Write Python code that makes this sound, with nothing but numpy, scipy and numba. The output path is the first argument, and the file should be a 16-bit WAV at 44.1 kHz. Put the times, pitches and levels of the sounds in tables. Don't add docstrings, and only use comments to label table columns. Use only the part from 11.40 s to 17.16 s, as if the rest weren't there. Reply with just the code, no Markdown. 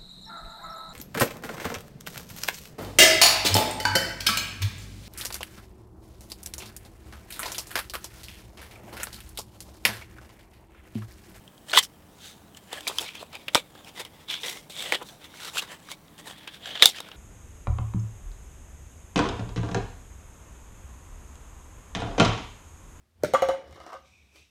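import sys
import numpy as np
from scipy import signal
from scipy.fft import rfft, irfft, next_fast_len
from scipy.io import wavfile
from scipy.ndimage import uniform_filter1d
from numba import njit

SR = 44100
rng = np.random.default_rng(int(sys.argv[2]) if len(sys.argv) > 2 else 0)


def gain_from_db(level_db):
    decades = np.asarray(level_db, float) / 20
    return 10 ** decades


def log_audio(samples):
    frames = np.atleast_2d(samples).T
    limited = np.clip(frames, -1, 1)
    pcm = np.round(limited * 32767).astype(np.int16)
    wavfile.write(sys.argv[1], SR, pcm)


N = 254016


def card():
    ring, body, flap, crackle = rubbing()
    snap_ring, snap_body, snap_crackle = snaps()
    drives = ring, body + snap_body, flap, crackle + snap_crackle
    return snap_ring + sum(bent(drive, k) for k, drive in enumerate(drives))


# start_s, peak_db, ring_hz, body_re_peak_db, crackle_re_peak_db
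SNAP_EVENTS = [(.0771, -38.5, 3100, -24, 0), (.178, -45.5, 3450, -25, 5), (.296, -26.5, 3220, -23, -8),
               (.3154, -24, 4140, -23.5, -20), (0.332, -14.5, 3030, -28, -15.5),
               (.3356, -8.5, 1470, -25, -17), (.3484, -13, 3230, -33, -14), (0.3674, -14, 3230, -28, -9),
               (0.3743, -4.5, 1010, -25.5, -20.5), (0.3786, -13.5, 3080, -41, -5.5),
               (0.3915, -11.5, 3260, -35, 0), (.4274, -29, 5310, -30, -14), (0.4325, -29.5, 5350, -30, -3),
               (0.448, -34.5, 5400, -30, -6), (1.1465, -41, 3030, -17, 3), (1.1701, -40, 3270, -27, 12),
               (1.3285, -25, 3600, 1.5, 6), (1.3723, -33, 1880, -27.5, -2), (1.4066, -31.5, 3200, -15, 7),
               (1.4688, -18.5, 2420, -3, -14), (1.478, -20, 3680, -30, -13),
               (1.4969, -27.5, 3270, 0, -13.5), (1.5114, -32.5, 1410, 2.5, -16),
               (1.5842, -12, 3140, -34, 1.5), (1.5932, -18, 3630, -16, -7), (1.625, -30.5, 2700, -28, 1),
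               (1.688, -27, 2500, -31, -21), (1.7518, -32.5, 2500, -9, 4.5), (1.827, -37, 1220, 6, 5),
               (1.9303, -36, 1200, -10, 5), (1.9522, -28, 2400, -4.5, 2.5),
               (2.0822, -19.5, 2690, -29, -0.5), (2.1474, -2, 3570, -9.5, 4), (2.1533, -2.5, 1100, -1, 0),
               (2.3508, -41.5, 1210, 1, -7), (2.4076, -45, 1200, -16, -15), (2.4458, -40, 3230, -22, 5),
               (2.4722, -38, 2410, -13, -6), (2.5965, -29.5, 2030, -1, 6.5), (2.6492, -31, 3150, -29, 5),
               (2.8846, -30, 3650, -15, -1), (2.9164, -27, 3300, -9, -19), (2.94, -16, 3440, -34, -14),
               (2.9802, -37, 3150, -27, -19), (3.0003, -42, 3660, -13, 4), (3.0328, -21, 3220, -24, -13),
               (3.0824, -20, 3380, -21, -8), (3.2982, -39.5, 3520, 2, -15.5),
               (3.3638, -28, 3660, -24.5, -20), (3.4042, -25, 3480, -26, 0), (3.4232, -25, 3400, -32, 6),
               (3.4587, -25, 3150, 0.5, -15), (3.522, -8, 2040, -4.5, -4), (3.626, -39.5, 3160, -20, 10),
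               (3.687, -33.5, 3670, -23, 1), (3.846, -37.5, 3580, -12, 1), (3.939, -39.5, 1520, -9, -12),
               (4.0317, -30, 3730, -25, -12), (4.148, -28.5, 3090, -9, -9), (4.1699, -21.5, 1370, -21, -16),
               (4.1822, -16.5, 2870, -37, -14), (4.2209, -28.5, 3990, -24, -9),
               (4.2774, -39, 1280, -14, -12), (4.4865, -31.5, 1330, -16, -6),
               (4.6805, -45.5, 3570, -9.5, -20), (4.779, -40.5, 3040, -2, 5),
               (4.9092, -34.5, 3300, 0.5, -8), (5.0754, -27, 2770, -10, -1.5),
               (5.2566, -27, 3400, -28, -16), (5.306, -28, 3100, -29, -25), (5.3537, -23, 3230, -17, -20),
               (5.375, -25, 3320, -27, -21), (5.397, -24.5, 3320, -25, -22),
               (5.4231, 5.5, 3640, -20.5, -19), (5.4245, -6, 1700, -26, -20), (5.4568, 5.5, 3660, -18, 7.5),
               (5.5458, -36, 1740, -23, -26), (5.5841, -27, 2700, -10, -16), (5.6029, -26.5, 3600, -5, 7),
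               (5.6864, -34.5, 1260, -29, 0), (5.7148, -32.5, 3000, -10, -21)]
HARD_T60_S, HARD_FROM_DB, HARD_SPAN_DB = 0.0066, -12, 5.5
SOFT_EXTRA_S = 0.0134


def snaps(ring_width_hz=800, ring_lift_db=13, click_db=3, rise_share=0.031):
    age = np.arange(SR // 10) / SR
    ring, body, crackle = np.zeros((3, N + len(age)))
    bursts = rng.standard_normal((len(SNAP_EVENTS), len(age)))
    bursts[:, 0] = gain_from_db(click_db) * np.sign(bursts[:, 0])
    for (start_s, peak_db, hz, body_db, crackle_db), burst in zip(SNAP_EVENTS, bursts):
        hardness = np.exp((peak_db - HARD_FROM_DB) / HARD_SPAN_DB)
        t60 = HARD_T60_S + SOFT_EXTRA_S / (1.5 + hardness)
        start = round(start_s * SR)
        fall_db = -60 * age / t60
        swell = 1 - 1.1 * np.exp(-age / (rise_share * t60))
        dying = burst * swell * gain_from_db(fall_db)
        pitched = resonance(resonance(dying, hz, ring_width_hz), hz, ring_width_hz)
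        rung = dying + gain_from_db(ring_lift_db) * pitched
        rung = band(band(rung, 900, 5500), 650, 6700)
        ring[start:][:len(age)] += gain_from_db(peak_db) * rung / np.abs(rung).max()
        body[start:][:len(age)] += burst * gain_from_db(peak_db + body_db - 1.0 + fall_db / 1.52)
        crackle[start:][:len(age)] += dying * gain_from_db(peak_db + crackle_db - 4.0)
    return ring[:N], body[:N], crackle[:N]


def rubbing():
    shower = fibres(per_s=2500, spread_db=2.5, smooth=0.41) * gain_from_db(1.3 * drift(90))
    return [shower * gain * gain_from_db(0.81 * drift(39.7)) for gain in effort()]


def fibres(per_s, spread_db, smooth):
    sizes = gain_from_db(spread_db * np.minimum(rng.exponential(1, N), 5)) * rng.choice([-1, 1], N)
    chance = rng.random(N)
    clumping = gain_from_db(3 * drift(70))
    cracks = sizes * (chance < per_s * clumping / SR)
    hiss = rng.standard_normal(N)
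    return np.sqrt(1 - smooth) * rms_one(cracks) + np.sqrt(smooth) * hiss


# peak_s, rise_s, fall_s, ring_db, body_re_ring_db, crackle_re_ring_db
SLIDE_STROKES = [(0.307, 0.038, 0.037, -39, -4, 2), (0.369, 0.039, 0.012, -19.5, -10, -6.5),
                 (0.435, 0.02, 0.025, -32.5, -26, 5.5), (0.868, 0.1, .1, -43, -28, -0.5),
                 (1.172, .02, .03, -48.5, -11, 0.5), (1.335, 0.042, 0.1, -38, -2, -3.5),
                 (1.494, .02, 0.043, -42.5, 6, -3.5), (1.58, 0.36, .02, -46.5, -2, 2.5),
                 (1.612, 0.052, 0.071, -42.5, 4.5, 7.5), (1.685, .15, 0.056, -38.5, -25, -7),
                 (1.75, 0.021, 0.11, -41.5, -20, -6.5), (1.814, 0.084, 0.056, -46.5, 0.5, -3.5),
                 (1.953, 0.035, 0.028, -40.5, -2, -8), (2.0, 0.18, 0.45, -55.5, -2, -2),
                 (2.138, 0.01, .012, -44, -3, -0.5), (2.364, 0.052, 0.13, -53, 1, -4),
                 (2.482, 0.042, 0.044, -46.5, -1, -0.5), (2.607, 0.062, 0.036, -37.5, -3, -0.5),
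                 (2.811, 0.15, 0.12, -57, 0, -1.5), (2.902, 0.022, 0.12, -27.5, -14.5, -9.5),
                 (3.08, 0.093, 0.13, -39, -6, 6.5), (3.17, 0.091, 0.026, -46.5, -2, -9.5),
                 (3.375, 0.022, 0.25, -37, -12, -2.5), (3.46, 0.1, .13, -36, -5.5, -2.5),
                 (3.555, 0.064, 0.023, -27.5, -10, -11.5), (3.618, 0.024, 0.018, -52.5, 20, 1),
                 (3.692, 0.076, 0.032, -48, -9, 2), (3.723, 0.025, 0.065, -52.5, 4, 4),
                 (3.854, 0.066, 0.033, -46, -6, -2.5), (4.077, 0.16, 0.042, -37, -7, -1),
                 (4.166, 0.054, .01, -33.5, -2.5, -0.5), (4.224, 0.023, 0.039, -39.5, -2.5, 0.5),
                 (4.322, 0.07, 0.054, -42.5, -0.5, -1.5), (4.48, 0.29, 0.036, -57, -2, 0.5),
                 (4.518, 0.039, 0.032, -38, -9, -0.5), (4.797, 0.023, 0.024, -46.5, 0.5, 3),
                 (4.912, .02, 0.024, -47, 1, 2), (4.985, 0.033, 0.06, -52, -7, -4),
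                 (4.885, 0.053, 0.06, -43, 0, 1), (5.04, 0.31, 0.14, -51, -8.5, -12),
                 (5.149, 0.058, 0.041, -44, -18, -7.5), (5.271, 0.082, 0.14, -37.5, -8, -10),
                 (5.363, 0.079, 0.06, -36, -8.5, -14.5), (5.419, 0.05, 0.011, -28.5, -10.5, -16),
                 (5.57, 0.13, 0.099, -40.5, -16, -7.5), (5.65, .1, 0.72, -53, -6, -15.5)]
# start_s (the peak), fall_s, ring_db, body_re_ring_db, crackle_re_ring_db
CRUNCH_STROKES = [(0.331, 0.075, -27, -2, -5.5), (.372, 0.028, -8.5, -21, -7),
                  (.388, 0.014, -16.5, -27, 1.5), (1.476, 0.026, -26, -5, 3.5),
                  (2.082, 0.015, -27, -10, -34), (2.156, 0.045, -21.5, -7.5, -5),
                  (2.65, 0.042, -47, -1.5, -2.5), (3.036, 0.13, -33.5, -6.5, -9),
                  (3.298, 0.16, -44, -20, 0), (3.523, 0.046, -28, -1, -4.5), (4.17, .02, -25, -21, -7),
                  (4.18, 0.024, -17.5, -19, -4.5), (5.074, 0.033, -36, -18, -28),
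                  (5.424, 0.052, -12, -12, -7.5), (5.458, 0.05, -18.5, -16.5, -0.5)]
TOUCH_LEVELS = [-65.5, -62, -66, -63.5]
EDGE_DB, CRUNCH_RISE_S = 20, .002
SLIDE_ROUNDNESS, CRUNCH_ROUNDNESS = 1.226, 1.29
FLAP_FOLLOWS = .3


def effort():
    s = np.arange(0, N + 32, 32) / SR
    strokes = [(*row, SLIDE_ROUNDNESS) for row in SLIDE_STROKES]
    strokes += [(at, CRUNCH_RISE_S, *rest, CRUNCH_ROUNDNESS) for at, *rest in CRUNCH_STROKES]
    power = gain_from_db(np.array(TOUCH_LEVELS))[:, None] ** 2 + 0 * s
    for at, rise, fall, ring_db, body_db, crackle_db, roundness in strokes:
        away = np.where(s < at, (at - s) / rise, (s - at) / fall)
        flap_db = held(at, axis=5) + FLAP_FOLLOWS * body_db
        mix_db = np.array([0, body_db, flap_db, crackle_db])
        stroke = gain_from_db(ring_db - EDGE_DB * np.minimum(away, 10) ** roundness)
        power = power + gain_from_db(mix_db)[:, None] ** 2 * stroke ** 2
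    return [np.interp(np.arange(N) / SR, s, np.sqrt(p)) for p in power]


# start_s, ring_hz, body_hz, flap_hz, crackle_hz, flap_re_ring_db (before the body's share)
HELD_SHAPES = [(0, 3150, 700, 1750, 7900, -2), (.304, 4120, 850, 1830, 8100, -1),
               (.328, 3080, 730, 1510, 8100, -0.5), (0.369, 3130, 1050, 1980, 7850, 1.5),
               (.41, 3090, 750, 1935, 5400, -8), (.7, 3800, 710, 1450, 6200, 3),
               (1.098, 3120, 750, 1760, 7800, 2.5), (1.42, 3650, 1010, 2440, 4950, -3),
               (1.59, 3700, 794, 2450, 5140, -2), (1.67, 3200, 970, 2420, 5600, 4.5),
               (1.79, 3650, 440, 2450, 7800, -7), (1.9, 3650, 800, 2350, 5100, 0.5),
               (2.07, 3200, 520, 1990, 5500, 0), (2.12, 3650, 500, 2160, 7530, -1),
               (2.3, 3480, 750, 1600, 7060, -2.5), (2.44, 3000, 800, 2450, 5370, 0.5),
               (2.55, 3450, 865, 2000, 5100, 1), (2.86, 3530, 1050, 2240, 5430, -1),
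               (3.02, 3550, 480, 2070, 5400, 1), (3.28, 3580, 610, 2200, 7900, -1.5),
               (3.44, 3280, 580, 1960, 8200, -1), (3.59, 3650, 890, 1333, 9200, 8),
               (3.66, 3580, 704, 1550, 5700, -2.5), (3.82, 3640, 925, 2050, 5560, 2),
               (4.0, 3830, 1150, 1470, 5530, 0.5), (4.13, 2900, 1150, 2450, 7330, -4.5),
               (4.21, 3770, 1090, 1430, 5150, 3.5), (4.29, 3100, 930, 1840, 7200, 3),
               (4.45, 3940, 1100, 2090, 5860, 0), (4.7, 3500, 1100, 1850, 8700, -0.5),
               (5.0, 3250, 780, 1640, 5300, 2), (5.2, 3250, 614, 1690, 6940, -0.5),
               (5.41, 3540, 447, 1560, 6160, -6), (5.454, 3600, 800, 2170, 4960, -12),
               (5.5, 3830, 600, 2150, 5100, -14), (5.55, 2870, 1000, 1750, 5350, -0.5),
               (5.6, 3650, 720, 1420, 5350, 4.5)]


def held(s, axis):
    shapes = np.array(HELD_SHAPES)
    return shapes[np.searchsorted(shapes[1:, 0], s), axis]


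# low_hz, high_hz, moving_peak_width_hz, moving_peak_db (before the trim in bent())
SHEET_REGISTERS = [(2500, 4930, 315, 5.5), (285, 1247, 208, 3), (1200, 3100, 135, 9.5),
                   (4600, 16000, 250, 5.5)]
BUCKLES_PER_S, BUCKLE_SPREAD = 30, 0.049


def bent(x, k):
    low, high, width, peak_db = SHEET_REGISTERS[k]
    s = np.arange(N) / SR
    jumps = np.exp(BUCKLE_SPREAD * rng.standard_normal(1000))
    buckle = (s * BUCKLES_PER_S + rng.random()).astype(int)
    hz = held(s, axis=1 + k) * jumps[buckle]
    hz = uniform_filter1d(hz, size=400)
    peak = gliding(x + 1e-18, hz, np.exp(-np.pi * width / SR), SR)
    return sheet(x * gain_from_db(-6) + gain_from_db(peak_db - 9.0) * peak, low, high)


@njit
def gliding(x, hz, r, sr):
    y = np.zeros_like(x)
    for i in range(2, len(x)):
        drive = (1 - r * r) / 2 * (x[i] - x[i - 2])
        y[i] = drive + 2 * r * np.cos(2 * np.pi * hz[i] / sr) * y[i - 1] - r * r * y[i - 2]
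    return y


# pitch_hz, width_hz, lift_db (negative is a dip)
SHEET_RESONANCES = [(470, 50, 1.5), (1075, 2500, -1.5), (2050, 540, 2), (3150, 630, 6.5), (3650, 590, 6),
                    (5940, 700, 0.5), (6650, 250, 0.5), (7810, 2300, 2), (9200, 220, -1),
                    (13300, 3900, -2.5)]


def sheet(x, low_hz, high_hz, tilt_hz=6000):
    answer = 1.0 * (np.arange(4096) == 0)
    for hz, width, lift_db in SHEET_RESONANCES:
        answer = answer + (gain_from_db(lift_db) - 1) * resonance(answer, hz, width)
    answer = signal.lfilter([1], [1, -np.exp(-2 * np.pi * tilt_hz / SR)], answer)
    answer = band(band(answer, low_hz, high_hz), low_hz, high_hz)
    return signal.oaconvolve(x, answer / np.sqrt(np.sum(answer ** 2)))[:N]


# start_s, peak_db (before the band filter)
LOW_THUMPS = [(2.152, -19), (5.457, -27.5)]


def thumps(push_s=0.0005, low_hz=80, high_hz=900):
    out = np.zeros(N + SR)
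    age = np.arange(SR // 10) / SR / push_s
    for start_s, peak_db in LOW_THUMPS:
        out[round(start_s * SR):][:len(age)] += gain_from_db(peak_db) * age * np.exp(1 - age)
    return band(out[:N] + 1e-18, low_hz, high_hz)


ROOM_T60_S, ROOM_DB, WALL_CUT_HZ = 0.094, -18.5, 3500


def room(x):
    size = next_fast_len(N + SR)
    turn = np.exp(-2j * np.pi * np.arange(size // 2 + 1) / size)
    dull = np.exp(-2 * np.pi * WALL_CUT_HZ / SR)
    wall = (1 - dull) / (1 - dull * turn)
    answer = 0
    for k, lag in enumerate((rng.uniform(0.0055, .03, 10) * SR).astype(int)):
        loop = gain_from_db(-60 * lag / SR / ROOM_T60_S) * wall * np.exp(lag * np.log(turn))
        answer = answer + (-1) ** k * loop / (1 - loop)
    return irfft(rfft(x, size) * answer, size)[:N]


# pitch_hz, relative_density_db (per Hz)
AIR_SPECTRUM = [(15, -39.5), (25, -4), (66, 0), (190, 5), (301, -3), (363, -2), (591, -6), (659, -5.5),
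                (962, -9), (1260, -12.5), (2610, -22), (3430, -26), (4870, -27.5), (14000, -22),
                (16000, -28)]
AIR_DB = -55
# pitch_hz, width_hz (of each of two resonances), rms_db (the first row before LOW_HUM_GAIN)
MACHINE_HUMS = [(81, 6.3, -68), (161, 8, -70), (301.7, 29, -66.5)]
# time_s, gain_db
LOW_HUM_GAIN = [(0, 0.5), (1.9, 2), (2.6, -2.5), (5.76, -4.5)]


def air():
    out, white = 0, rng.standard_normal((2, N))
    edges = 20 * 2 ** np.arange(0, 10, .5)
    edges[-1] = 19000
    hz, density_db = np.transpose(AIR_SPECTRUM)
    for k, (low, high) in enumerate(zip(edges, edges[1:])):
        band_db = np.interp(np.log(low * high) / 2, np.log(hz), density_db)
        out = out + gain_from_db(band_db) * band(white[k % 2], low, high)
    out = gain_from_db(AIR_DB + 0.27 * drift(8.8)) * rms_one(out)
    low_hum_gain_db = np.interp(np.arange(N) / SR, *np.transpose(LOW_HUM_GAIN))
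    for k, (hz, width, hum_db) in enumerate(MACHINE_HUMS):
        hum = resonance(resonance(rng.standard_normal(N), hz, width), hz, width)
        out += gain_from_db(hum_db + low_hum_gain_db * (k == 0)) * rms_one(hum)
    return out


def rms_one(x):
    return x / np.sqrt(np.mean(x ** 2) + 1e-20)


def drift(rate_hz):
    r = np.exp(-2 * np.pi * rate_hz / SR)
    return rms_one(signal.lfilter([1], [1, -2 * r, r * r], rng.standard_normal(N + SR))[SR:])


def band(x, low_hz, high_hz):
    return signal.sosfilt(signal.butter(2, [low_hz, high_hz], "band", fs=SR, output="sos"), x)


def resonance(x, hz, width_hz):
    r = np.exp(-np.pi * width_hz / SR)
    poles = [1, -2 * r * np.cos(2 * np.pi * hz / SR), r * r]
    return signal.lfilter(np.array([1, 0, -1]) * (1 - r * r) / 2, poles, x)


def scene():
    near = card()
    return (near + gain_from_db(ROOM_DB) * room(near) + thumps() + air())[None]


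def roll_off(x):
    return signal.sosfilt(signal.butter(12, 16350, fs=SR, output="sos"), x)


def record(dry):
    flat = dry / (1 + np.abs(dry) ** 6) ** (1 / 6)
    return roll_off(flat)


dry = scene()
out = record(dry)
log_audio(out)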